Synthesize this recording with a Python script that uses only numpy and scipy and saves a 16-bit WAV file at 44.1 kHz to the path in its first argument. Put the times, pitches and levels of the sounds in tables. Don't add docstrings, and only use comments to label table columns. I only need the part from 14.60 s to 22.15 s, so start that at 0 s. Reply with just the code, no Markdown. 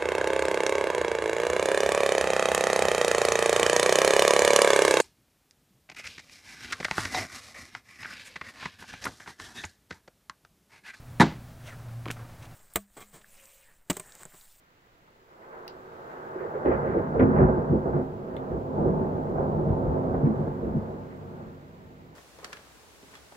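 import sys
import numpy as np
from scipy import signal
from scipy.fft import rfft, irfft, next_fast_len
from scipy.io import wavfile
from scipy.ndimage import uniform_filter1d

SR = 44100
rng = np.random.default_rng(int(sys.argv[2]) if len(sys.argv) > 2 else 0)


def store_pcm(level_fs):
    pcm = np.round(np.clip(level_fs, -1, 1) * 32767).astype(np.int16)
    wavfile.write(sys.argv[1], SR, np.atleast_2d(pcm).T)


N = 332999

# frequency in Hz, gain in dB.
RAIN_TONE = [(40, 2), (100, 1.5), (280, -3), (400, -3), (900, -7.5), (2000, -6.5), (3200, -14), (4700, -18),
             (5800, -22), (7400, -21), (8700, -29.5), (10500, -28.5), (12500, -25), (15500, -22)]
# time in seconds, level in dB.
RAIN_LEVELS = [(0, -63), (.7, -62), (1.5, -58), (2.1, -59.5), (3, -60.5), (4.5, -59.5), (6.2, -59.5),
               (6.52, -59), (6.7, -59.5), (7.55, -60)]
# start in seconds, peak in dB, brightness in dB per octave,
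# pitch of the struck spot as a factor.
NEAR_DROPS = [(1.079, -28.5, 2.2, 1), (3.7664, -34.5, -2, .74)]
# frequency in Hz, gain in dB.
SPLAT_TONE = [(800, -30), (1900, -3), (2700, 3), (3400, -2.5), (4800, 0), (5900, -4.5), (6800, -19),
              (9000, -21), (10800, -9), (13500, -17), (15500, -15)]
# frequency in Hz, width in Hz, gain in dB.
WOOD_RESONANCES = [(2860, 350, 8), (3950, 250, 4.5), (4800, 540, 8.5)]
# frequency in Hz, gain in dB.
AIR_TONE = [(25, -8.5), (45, -16), (120, -4.5), (400, -10), (700, -13), (1100, -19), (1500, -19),
            (2000, -36), (2600, -49), (3500, -73.5), (6000, -95)]
# frequency in Hz, width in Hz, gain in dB.
BALCONY_RESONANCES = [(62.5, 2.7, 12), (72.5, 17, -5), (97.3, 28, 8), (116, 6.6, -7.5), (148.8, 37, 8),
                      (194, 12, 3.5), (220.4, 22, 7), (262.7, 10.7, 13), (289, 36, -8.5), (326, 42, 5.5),
                      (369.4, 23.5, 10), (408.4, 9.1, 7), (460.4, 15, 8.5), (500.3, 24, 3), (539, 24, 5.5),
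                      (645.5, 37, 6), (695, 22, -2), (878.4, 36, 8), (998, 11, 6), (1166, 74, 1.5),
                      (1280, 21, 3), (1582, 70, 3), (1855, 31, 6.5), (2060, 48, 8.5), (2920, 490, 4.5)]
# frequency in Hz, likeness (1 or more is alike),
# lead of the left side in radians, left level over right in dB.
MIC_PORTS = [(50, 1.05, 0.67, 0.5), (154, 1.02, 0.35, 0), (264, 0.87, 0.48, -2), (397, 0.88, -0.9, -2.5),
             (470, 0.94, 0, -1.5), (703, 0, -1.46, -4.5), (784, 0.99, -1.33, -6.5), (863, 0.7, -2.5, 4.5),
             (970, 0.64, -2.5, -3.5), (1520, 0.62, -3, 0), (1910, 0, -3.5, 2), (3130, 0, -6.5, -3.5),
             (15000, 0, -12, 0)]
# time in seconds, level in dB,
# extra bass in dB, extra crackle in dB.
ROLL_LEVELS = [(0,-76,4,3), (.62,-63,-7,-9), (.96,-45,-12.5,-8), (1.22,-48,-8,-10), (1.6,-42.5,-9.5,-8),
               (2.0,-35,-6.5,-13.5), (2.12,-28,-2.5,-13.5), (2.5,-34,5,-14.5), (2.81,-23.5,3.5,-16),
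               (3.03,-30,1.5,-20), (3.58,-39,2,-22), (3.78,-35.5,-0.5,-18.5), (4.06,-35.5,.5,-27),
               (4.26,-27.5,3.5,-26.5), (4.65,-32.5,2,-24.5), (4.9,-29,2.5,-28.5), (5.64,-30,2.5,-24.5),
               (5.98,-37,4,-20.5), (6.22,-37.5,3,-20.5), (6.53,-45.5,4.5,-19), (6.83,-44.5,5.5,-16),
               (7.0,-52.5,6.5,-15), (7.55,-55,5.5,-17)]
# start in seconds, level in dB,
# length in seconds, main pitch in Hz.
SHARP_CRACKS = [(0.474, -60, 0.02, 700), (0.701, -62, 0.05, 1200), (0.819, -54, 0.037, 1000),
                (0.917, -55, 0.079, 1020), (1.491, -53, 0.077, 1190), (1.787, -48.5, 0.076, 1210),
                (1.941, -50, 0.045, 1300), (2.053, -39.5, 0.043, 2200), (2.097, -38.5, 0.065, 1514),
                (2.24, -46, 0.18, 1480), (2.594, -34.5, .018, 3600), (2.597, -35.5, 0.046, 1674),
                (2.759, -40.5, 0.093, 1000), (5.647, -48.5, .04, 805), (6.5, -58, .06, 2300)]
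# frequency in Hz, gain in dB.
SHARP_TONE = [(300, -25), (900, 3.5), (2000, -2), (3000, -22.5), (4200, -38.5), (6000, -48.5),
              (9000, -59.5)]
# start in seconds, level in dB, length in seconds, main pitch in Hz,
# focus on that pitch (1 is ragged, over 10 is round), extra level of its thump in dB.
HEAVY_CLAPS = [(1.75,-33,0.017,430,19,-33), (1.8,-34,0.031,419,23,-25), (1.846,-31,0.014,427,21,-25),
               (1.947,-29,0.029,456,27,-39.5), (2.044,-22.5,0.11,445,5,-9), (2.222,-31.5,0.11,490,5.4,-14),
               (2.342,-24,0.066,444,6.8,-16), (2.541,-26.5,0.049,500,4,-5.5),
               (2.592,-16,0.059,320,1.66,-14), (2.672,-21.5,0.021,230,8.2,-27), (2.725,-27,.05,200,6,-13.5),
               (2.78,-17.5,0.088,253,1.8,-3), (2.886,-19.5,0.02,250,0.92,-12),
               (2.968,-30.5,.036,275,2.7,-17), (3.096,-20,0.023,135,3.5,-11), (3.118,-21,0.06,331,4.7,-9),
               (3.25,-27.5,0.066,480,1.7,-6), (3.326,-25,0.099,307,0.87,-18),
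               (3.898,-32.5,0.095,383,1.2,-1), (4.17,-27.5,0.13,340,3,-16), (4.25,-25,0.044,330,1.9,-19),
               (4.265,-29.5,0.15,197,34,-20), (4.41,-30.5,0.02,313,2.2,-10), (4.75,-30,.12,640,2.9,-12),
               (4.968,-27.5,0.028,217,4.2,-12), (5.061,-24.5,0.063,146,4.2,-1), (5.239,-34,0.075,195,3.3,8),
               (5.343,-29.5,0.037,410,2.1,-18), (5.464,-37.5,0.053,285,1.1,3),
               (5.542,-23.5,0.022,255,1.15,-6), (5.627,-18,0.037,153,4.8,-20), (5.657,-20,0.045,253,44,-25),
               (5.789,-27,0.034,200,2.7,-30), (5.871,-26,0.02,265,1.34,-11), (6.018,-32.5,0.1,324,3,-2.5),
               (6.137,-25.5,0.06,190,4.3,-16), (6.281,-39.5,0.08,380,3.6,-14)]


def gain_of(db):
    return 10 ** (np.asarray(db) / 20)


def unit_level(x):
    return x / np.sqrt(np.mean(x ** 2) + 1e-20)


def at_hz(table, hz):
    row_hz, *columns = np.transpose(table)
    return np.squeeze([np.interp(np.log(hz + 1), np.log(row_hz + 1), c) for c in columns])


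def over_time(table):
    times, *columns = np.transpose(table)
    return np.squeeze([np.interp(np.arange(N) / SR, times, c) for c in columns])


def add(mix, start_s, sound):
    part = mix[:, round(start_s * SR):][:, :sound.shape[1]]
    part += sound[:, :part.shape[1]]


def colour(x, db_at, size=16384):
    hz = abs(np.fft.fftfreq(size, 1 / SR))
    log_gain = np.log(gain_of(np.maximum(db_at(hz), -120)))
    response = np.fft.ifft(np.exp(np.conj(signal.hilbert(log_gain)))).real[:size // 2]
    return signal.fftconvolve(x, response[None], axes=1)[:, :x.shape[1]]


def band(x, low_hz, high_hz):
    return signal.sosfiltfilt(signal.butter(3, [low_hz, high_hz], "band", fs=SR, output="sos"), x)


def swell(x, level_db, smooth_s=0.021):
    span = int(smooth_s * SR)
    power = uniform_filter1d(uniform_filter1d((x ** 2).mean(0), span), span)
    return x * gain_of(level_db) / np.sqrt(abs(power) + 1e-20)


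def resonances_db(table, hz):
    return sum(db / (1 + (2 * (hz - centre) / width) ** 2) for centre, width, db in table)


def stereo(pair):
    size = next_fast_len(pair.shape[1] + 2048)
    shared, separate = rfft(pair, size)
    likeness, lead, balance_db = at_hz(MIC_PORTS, np.fft.rfftfreq(size, 1 / SR))
    likeness = np.clip(likeness, 0, 1)
    left = (likeness * shared + np.sqrt(1 - likeness ** 2) * separate) * np.exp(1j * lead)
    lean = gain_of(balance_db / 2)
    return irfft([left * lean, shared / lean], size)[:, :pair.shape[1]]


def shocks(count, per_s, spread_db):
    height = gain_of(spread_db * np.minimum(rng.exponential(1, (2, count)), 3.5))
    return height * rng.choice([-1, 1], (2, count)) * (rng.random((2, count)) < per_s / SR)


def rain():
    hiss = unit_level(rng.standard_normal((2, N)))
    patter = gain_of(-9) * unit_level(shocks(N, per_s=280, spread_db=0))
    drops = stereo(colour(hiss + patter, lambda hz: at_hz(RAIN_TONE, hz)))
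    return gain_of(over_time(RAIN_LEVELS)) * unit_level(drops)


def drips(splat_fade_s=0.011, echo_db=-15, echo_fade_s=0.14):
    out, t = np.zeros((2, N)), np.arange(SR // 4) / SR
    for start_s, peak_db, bright_db, pitch in NEAR_DROPS:
        splat, echo = rng.standard_normal((2, 2, len(t)))
        splat *= gain_of(-60 * t / splat_fade_s)
        echo = band(echo, 2400 * pitch, 6500 * pitch) * gain_of(echo_db - 60 * t / echo_fade_s)
        tick = colour(splat + echo, lambda hz: at_hz(SPLAT_TONE, hz / pitch)
                      + resonances_db(WOOD_RESONANCES, hz / pitch)
                      + bright_db * np.log2(1 + hz / 1000))
        add(out, start_s, gain_of(peak_db) * tick / abs(tick).max())
    return out


def path_db(hz):
    return at_hz(AIR_TONE, hz) + resonances_db(BALCONY_RESONANCES, hz)


def thumps_db(rise_s=0.034, linger_s=0.03):
    power, age = np.zeros((1, N)), np.arange(SR // 2) / SR
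    for start_s, level_db, length_s, _, _, thump_db in HEAVY_CLAPS:
        shape = np.minimum(age / rise_s, 1) * np.exp(-(age / (length_s + linger_s)) ** 4)
        add(power, start_s, (gain_of(level_db + thump_db) * shape[None]) ** 2)
    return 10 * np.log10(power[0] + 1e-20)


def roll():
    level_db, bass_db, crackle_db = over_time(ROLL_LEVELS)
    depth_db = -16 + 0.9 * np.arange(N) / SR
    stream = stereo(colour(shocks(N, per_s=2400, spread_db=2), path_db))
    rumble = swell(band(stream, 25, 104), level_db + bass_db + depth_db, smooth_s=0.23)
    thumps = gain_of(-4) * swell(band(stream, 52, 74), thumps_db(), smooth_s=0.041)
    boom = gain_of(-4) * swell(band(stream, 116, 306), level_db + bass_db)
    body = gain_of(-1) * swell(band(stream, 321, 1133), level_db, smooth_s=0.067)
    crackle = gain_of(3.5) * swell(band(stream, 963, 6000), level_db + crackle_db)
    return rumble + thumps + boom + body + crackle


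def hump_db(hz, centre_hz, focus=1):
    ratio = (hz + 1) / centre_hz
    return focus * 20 * np.log10(2 * ratio / (1 + ratio ** 2))


def burst(start_s, level_db, length_s, db_at, per_s, rise_share, echo_db, echo_fade_s):
    lead_s = 0.04
    t = np.arange(SR // 3) / SR - lead_s
    direct = np.exp(-(t / length_s) ** 4) * shocks(len(t), per_s, spread_db=1.5)
    echoes = gain_of(echo_db - 60 * abs(t) / echo_fade_s) * shocks(len(t), per_s=440, spread_db=-0.5)
    rise = np.sqrt(np.clip(t / (rise_share * length_s), 0, 1))
    sound = colour((direct + echoes) * rise, db_at)
    sound /= np.sqrt((sound ** 2).sum(1, keepdims=True) / (length_s * SR))
    soft_edges = signal.windows.tukey(len(t), lead_s)
    return start_s - lead_s, gain_of(level_db) * stereo(sound) * soft_edges


def cracks():
    out = np.zeros((2, N))
    for start_s, level_db, length_s, pitch_hz in SHARP_CRACKS:
        tone_db = lambda hz: at_hz(SHARP_TONE, hz) + hump_db(hz, pitch_hz)
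        add(out, *burst(start_s, level_db, length_s, tone_db,
                        per_s=700, rise_share=0.065, echo_db=-17, echo_fade_s=0.2))
    return out


def claps():
    out = np.zeros((2, N))
    for start_s, level_db, length_s, pitch_hz, focus, _ in HEAVY_CLAPS:
        tone_db = lambda hz: path_db(hz) + hump_db(hz, pitch_hz, focus)
        add(out, *burst(start_s, level_db, length_s, tone_db,
                        per_s=1900, rise_share=0.092, echo_db=-12, echo_fade_s=0.21))
    return out


def scene():
    return roll() + claps() + cracks() + rain() + drips()


def record(dry):
    low_pass = signal.firwin(511, 15800, window=("kaiser", 9), fs=SR)
    return signal.oaconvolve(dry, low_pass[None], "same")


dry = scene()
out = record(dry)
store_pcm(out)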